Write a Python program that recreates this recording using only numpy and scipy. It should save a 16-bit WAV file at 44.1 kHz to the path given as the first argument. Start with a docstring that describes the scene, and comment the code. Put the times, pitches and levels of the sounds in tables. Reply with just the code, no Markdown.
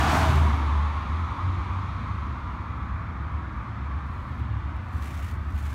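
"""Car passing in a road tunnel

A car sweeps past at arm's length in a concrete tunnel: tyres are filtered noise, the exhaust a swept sine.
Spreading dims the car as it leaves; the tunnel adds a dull tyre roar, hiss, echo and a low modal rumble.
Traffic noise rises behind it, grit ticks, and near the end cloth rustles on the microphone as random snaps.
"""
import sys
import numpy as np
from scipy import signal
from scipy.fft import rfft, irfft, next_fast_len
from scipy.io import wavfile
from scipy.ndimage import uniform_filter1d, map_coordinates

SR = 44100
rng = np.random.default_rng(int(sys.argv[2]) if len(sys.argv) > 2 else 0)


def inscribe(sig):
    """Save sig as 16-bit PCM at rate SR to the path in sys.argv[1].

    A 1-D sig is mono; a 2-D sig holds one channel per row.
    Samples are clipped to [-1, 1] before scaling.
    """
    pcm = np.round(np.clip(np.atleast_2d(sig).T, -1, 1) * 32767)
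    wavfile.write(sys.argv[1], SR, pcm.astype(np.int16))


N = 253134

# the car's straight path: its speed, and the time it is level with the microphone
SPEED_M_PER_S, CLOSEST_S = 8.47, 0.07


def amp(db):
    """Logarithmic level: decibels to an amplitude ratio."""
    return 10 ** (np.asarray(db) / 20)


def unit(x):
    """Normalisation: x scaled to rms 1."""
    return x / np.sqrt(np.mean(x ** 2) + 1e-20)


def clock():
    """Sampling: the time of each sample in seconds."""
    return np.arange(N) / SR


def curves(rows):
    """Linear interpolation: one value per sample for each column after the time."""
    s, *columns = np.transpose(rows)
    return [np.interp(clock(), s, column) for column in columns]


def swell(centre_s, width_s):
    """Gaussian envelope: a bell that reaches 1 at its centre."""
    return np.exp(-((clock() - centre_s) / width_s) ** 2)


def wobble(rate):
    """Random modulation: a smooth curve through normal random knots, rate of them a second."""
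    knots = rng.standard_normal(int(N * rate / SR) + 4)
    return map_coordinates(knots, [clock() * rate])


def filtered(x, response):
    """Linear filtering: the spectrum of x times a response of frequency."""
    size = next_fast_len(N + SR // 2)
    hz = np.fft.rfftfreq(size, 1 / SR)
    return irfft(rfft(x, size) * response(hz), size)[:N]


def coloured(x, spectrum):
    """Spectral shaping: x through an (f/Hz, level/dB) curve closing an octave beyond its ends, at rms 1."""
    f, db = np.transpose(spectrum)
    f = np.r_[f[0] / 2, f, f[-1] * 2]
    db = np.r_[-120, db, -120]
    return unit(filtered(x, lambda hz: amp(np.interp(np.log(hz + 1), np.log(f), db))))


def rush(spectrum, patchy_db):
    """Interference: coloured noise whose bands swell and sink at random, as when wall reflections interfere."""
    bands = signal.stft(rng.standard_normal(N), nperseg=2048)[2]
    field = uniform_filter1d(rng.standard_normal(bands.shape), size=3, axis=0)  # across frequency
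    field = uniform_filter1d(field, size=8, axis=1)  # across time
    patchy = signal.istft(bands * amp(patchy_db * unit(field)), nperseg=2048)[1][:N]
    return coloured(patchy, spectrum)


def steadied(x, seconds):
    """Envelope levelling: evens out the slow swells of narrow noise and keeps its quick beats."""
    power = np.abs(uniform_filter1d(x ** 2, int(seconds * SR)))
    return x / np.sqrt(power + 1e-9)


def doppler(x, ratio):
    """Doppler effect: x read at a changing speed, so all its frequencies scale together."""
    return map_coordinates(x, [np.cumsum(ratio)], mode="mirror")


def spreading(gap_m, doubling_db):
    """Geometric spreading: dB relative to the closest point, falling with each doubling of distance."""
    along_m = SPEED_M_PER_S * (clock() - CLOSEST_S)
    return -doubling_db * np.log2(np.hypot(1, along_m / gap_m))


def near_tyres(level_db=-24, screened_s=0.29, screen_db_per_s=52, dull_db=-6.0, bright_db=4.0,
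               doppler_share=.025, linger_db_per_s=11):
    """Spreading, Doppler shift and screening: direct tyre noise drops in pitch, then a pillar screens it."""
    # spectrum of the close tyres: f/Hz, relative level/dB
    near_spectrum = [(100, -31), (200, -4), (290, -5), (385, -10.5), (520, -15.5), (650, -0.5), (850, 1.5),
                     (1200, -5), (1500, -2.5), (2000, -14.5), (2450, -13.5), (3500, -19), (5000, -22),
                     (6500, -22.5), (10000, -29), (15800, -34.5)]
    t = clock()
    fade_db = spreading(gap_m=1.8, doubling_db=4.5) - screen_db_per_s * np.maximum(t - screened_s, 0)
    # the treble brightens as the rear wheels go by, then lingers between the walls
    lift_db = dull_db + bright_db * swell(centre_s=0.17, width_s=0.063)
    lift_db += linger_db_per_s * np.clip(t - screened_s, 0, .5)
    ratio = 1 - doppler_share * np.tanh((t - CLOSEST_S) / .15)
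    tread = doppler(rush(near_spectrum, patchy_db=2.5), ratio)
    treble = filtered(tread, lambda hz: hz ** 2 / (hz ** 2 + 3000 ** 2))
    return amp(level_db + fade_db + 0.42 * wobble(31.6)) * (tread + (amp(lift_db) - 1) * treble)


def standing_wave(depth_db=5.0, deepest_s=1.5, fade_s=0.73, crest_s=0.47, crest_gap_s=0.3433):
    """Standing wave: swing in dB as the tailpipe crosses crests and nodes, deepest a little down the tube."""
    crests = np.cos(2 * np.pi * (clock() - crest_s) / crest_gap_s)
    return depth_db * swell(deepest_s, fade_s) * crests


def exhaust(t60=2.1, wet_db=-11):
    """Harmonic pulsation and reverberation: the firing note and weak overtones, smeared by an echo."""
    # the engine revs up, then eases off: t/s, firing f/Hz
    revs = [(0, 71), (.22, 79), (.44, 77), (.52, 72.38), (.95, 73.84), (1.5, 92), (3.4, 108), (3.9, 127),
            (4.3, 127), (4.72, 88), (5.74, 82.2)]
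    # the note ahead of the standing wave, booming briefly as the revs drop: t/s, level/dB
    throttle = [(.07, -28.5), (.3, -21), (.48, -18.5), (.56, -24.5), (.84, -23.5), (1, -34), (1.2, -29.5),
                (1.5, -31), (2.2, -39.5), (3.4, -48), (4.4, -41.5), (4.52, -29), (4.64, -41.5), (5.3, -35),
                (5.74, -48)]
    firing_hz, = curves(revs)
    level_db, = curves(throttle)
    t = clock()
    phase = 2 * np.pi * np.cumsum(firing_hz * (1 + 0.00664 * wobble(14))) / SR
    note = np.sin(phase) + amp(-25.0) * np.sin(2 * phase) + amp(-24) * np.sin(3 * phase)
    note = amp(level_db + standing_wave() + 0.36 * wobble(11)) * note
    tail = rng.standard_normal(SR) * amp(-60 * t[:SR] / t60)  # cut off after one second
    down_the_tube = np.clip(t - .6, 0, 1)
    echo = signal.fftconvolve(note * down_the_tube, tail / np.linalg.norm(tail))[:N]
    # a faint tone at 7/4 of the firing rate sounds while the tailpipe is close
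    close = swell(centre_s=.36, width_s=0.073)
    fractional_order = amp(-27.5) * close * np.sin(7 / 4 * phase)
    return np.sqrt(2) * (note + amp(wet_db) * echo + fractional_order)


def engine_bay(level_db=-34.7, loudest_s=0.21, rise_db_per_s=30, fall_db_per_s=31):
    """Proximity: a low mechanical rush from under the car stands out only while it is close."""
    # spectrum of the mechanical noise: f/Hz, relative level/dB
    bay_spectrum = [(150, -18), (220, -4.5), (290, 6.5), (345, -4.5), (385, 6.5), (420, -12), (456, 0.5),
                    (500, -26), (800, -14)]
    since_s = clock() - loudest_s
    pass_db = np.minimum(rise_db_per_s * since_s, -fall_db_per_s * since_s)
    return amp(level_db + pass_db) * rush(bay_spectrum, patchy_db=4.5)


def tunnel_roar(level_db=-29.5, wall_loss_db_per_s=0.54, pull_db=2.0, start_ratio=.935, speed_up_s=2.5):
    """Guided sound and wall loss: tyre noise sent back along the tube, its peak near 1 kHz rising with speed."""
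    # spectrum of the roar at full speed: f/Hz, relative level/dB
    roar_spectrum = [(150, -42), (300, -20.5), (450, -16.5), (700, -14), (850, -6.5), (1000, -1), (1150, 2),
                     (1330, -1.5), (1600, -13), (2000, -13.5), (2400, -16), (3000, -41.5), (5000, -70)]
    t = clock()
    ratio = np.interp(t, [0, speed_up_s], [start_ratio, 1])
    roar = doppler(rush(roar_spectrum, patchy_db=1.67), ratio)
    fade_db = spreading(gap_m=3.85, doubling_db=4.0) - wall_loss_db_per_s * t
    pulling_db = pull_db * swell(centre_s=3.23, width_s=1.0)  # it holds up while the car pulls
    return amp(level_db + fade_db + pulling_db) * roar


def tunnel_hiss(level_db=-37.5, lift_db=2.0, dip_db=-1.5):
    """Air absorption: the tyres' hiss along the tube grows duller with distance; it lifts, then sinks."""
    # spectrum of the hiss before absorption: f/Hz, relative level/dB
    hiss_spectrum = [(900, -17), (1700, -1), (2300, 6), (2900, 0.5), (3500, 2.5), (4300, -4.5), (4900, -10),
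                     (6700, -13.5), (7500, -20.5), (9500, -21.5), (10400, -31), (12000, -29),
                     (15800, -38.5)]
    hiss = rush(hiss_spectrum, patchy_db=1.5)
    # air soaks up the treble
    far_hiss = filtered(hiss, lambda hz: amp(-9 * np.clip(hz / 12000, 0, 1) ** 1.64))
    distance = np.clip(clock() / 11.7, 0, 1)  # share of the far sound
    drift_db = lift_db * swell(centre_s=1.9, width_s=0.57) + dip_db * swell(centre_s=3.07, width_s=0.49)
    gain = amp(level_db + spreading(gap_m=1.5, doubling_db=5) + drift_db)
    return gain * (distance * far_hiss + (1 - distance) * hiss)


def rumble(mode_hz=71.34, hum_db=-39, build_db_per_s=0.93, beat_at_s=2.78, beat_gap_s=0.566, beat_depth_db=3.5,
           boom_db=-34.5, boom_pass_db=7, drone_db=-40, drone_pass_db=9, drone_fade_db_per_s=0.8):
    """Modal resonance: a wavering, beating mode joins two bands of engine noise that swell at the pass."""
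    # spectrum of the deep band: f/Hz, relative level/dB
    boom_spectrum = [(20, -41), (32, -34), (42, -9.5), (53, -10), (62, 1.5), (73, -3), (86, 0), (103, -4),
                     (125, -8), (160, -23.5), (300, -49.5)]
    # spectrum of the band above it: f/Hz, relative level/dB
    drone_spectrum = [(70, -22), (125, -1.5), (150, 1.5), (178, -0.5), (208, 2), (260, -2.5), (330, -7),
                      (420, -19.5), (550, -19.5), (1000, -24)]
    t = clock()
    beat_db = beat_depth_db * np.cos(2 * np.pi * (t - beat_at_s) / beat_gap_s)
    phase = 2 * np.pi * np.cumsum(mode_hz * (1 + 0.01986 * wobble(9))) / SR
    hum = amp(hum_db + build_db_per_s * t + beat_db + 0.57 * wobble(16)) * unit(np.sin(phase))
    boom = steadied(rush(boom_spectrum, patchy_db=3.5), seconds=0.24)
    drone = steadied(rush(drone_spectrum, patchy_db=2.0), seconds=0.45)
    boom_gain = amp(boom_db + boom_pass_db * swell(centre_s=.3, width_s=0.28))
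    drone_gain = amp(drone_db + drone_pass_db * swell(centre_s=.15, width_s=0.31) - drone_fade_db_per_s * t)
    return hum + boom_gain * boom + drone_gain * drone


def upper_hum(mode_hz=148, level_db=-46):
    """Modal resonance: a higher mode of the tunnel sings faintly while the car pulls."""
    phase = 2 * np.pi * np.cumsum(mode_hz * (1 + 0.013 * wobble(9))) / SR
    return amp(level_db) * swell(centre_s=3.25, width_s=0.48) * unit(np.sin(phase))


def cloth(jerk_db=1.1, rise_db_per_s=124, fall_db_per_s=300):
    """Stick-slip friction: fibres catch and let go in clumps of tiny snaps over a soft hiss."""
    # strokes on the microphone, each building, holding and stopping: start t/s, end t/s, level/dB
    strokes = [(4.1, 4.4, -69), (4.6, 4.9, -76), (5.026, 5.31, -50.5), (5.4, 5.5, -66.5),
               (5.578, 5.74, -53)]
    # spectral shaping of the snaps and hiss: f/Hz, relative level/dB
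    cloth_spectrum = [(300, -18), (1200, 14), (2200, 14), (3500, 6), (5000, 0), (6500, 1), (9000, -3),
                      (10400, -4.5), (12500, -4), (15800, -9.5)]
    t = clock()
    stroke_levels = []
    for start, end, db in strokes:
        build_db = rise_db_per_s * np.maximum(start - t, 0)
        stop_db = fall_db_per_s * np.maximum(t - end, 0)
        stroke_levels.append(db - build_db - stop_db)
    level_db = np.max(stroke_levels, axis=0)
    sizes = amp(4.5 * np.clip(rng.standard_normal(N), -2, 2))
    snags = (rng.random(N) < 1200 / SR) * rng.choice([-1, 1], N) * sizes  # about 1200 a second
    snaps = filtered(snags, lambda hz: hz / (hz + 1500))  # the snaps are brighter than the rub
    fibres = unit(snaps) + .7 * rng.standard_normal(N)
    clumps_db = 1.6 * wobble(160)
    return amp(level_db + clumps_db + jerk_db * wobble(45)) * coloured(fibres, cloth_spectrum)


def ticks(t60=0.0045):
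    """Impact with exponential decay: grit and handling give short, bright, dry cracks of noise."""
    # cracks: t/s, peak level/dB ahead of the filter
    cracks = [(0.3586, -27), (1.203, -48.5), (4.224, -51), (4.32, -56), (4.3934, -48), (4.7656, -44),
              (4.9405, -47), (5.0305, -42.5), (5.2994, -42.5), (5.341, -43), (5.558, -42)]
    out, t = np.zeros(N + SR), np.arange(SR // 20) / SR
    for s, db in cracks:
        crack = rng.standard_normal(len(t)) * amp(-60 * t / t60)
        out[round(s * SR):][:len(t)] += amp(db) * crack / np.abs(crack).max()
    return filtered(out[:N], lambda hz: hz ** 2 / (hz ** 2 + 3500 ** 2) / np.hypot(1, (hz / 13000) ** 2))


def traffic(level_db=-48.0, rise_db_per_s=5, full_s=4.04):
    """Diffuse background: a broad, far road noise slowly rises behind the departing car, then holds."""
    # spectrum of the far road: f/Hz, relative level/dB
    traffic_spectrum = [(200, -44), (400, -9.5), (700, 0.5), (1100, -0.5), (1700, 1), (2300, -9),
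                        (3200, -16.5), (5000, -27), (9000, -38.5)]
    rise_db = -rise_db_per_s * np.maximum(full_s - clock(), 0)
    return amp(level_db + rise_db) * rush(traffic_spectrum, patchy_db=3.5)


def scene():
    """Superposition: the car, the tunnel and the handling noise add at one microphone."""
    car = near_tyres() + engine_bay() + exhaust()
    tunnel = tunnel_roar() + tunnel_hiss() + traffic() + rumble() + upper_hum()
    return (car + tunnel + cloth() + ticks())[None]


def record(dry):
    """Self-noise and band limiting: a faint hiss is added and nothing is kept above the limit."""
    top_hz = 15780
    self_noise = amp(-80.5) * rng.standard_normal(N)
    return filtered(dry[0] + self_noise, lambda hz: hz < top_hz)[None]


dry = scene()
out = record(dry)
inscribe(out)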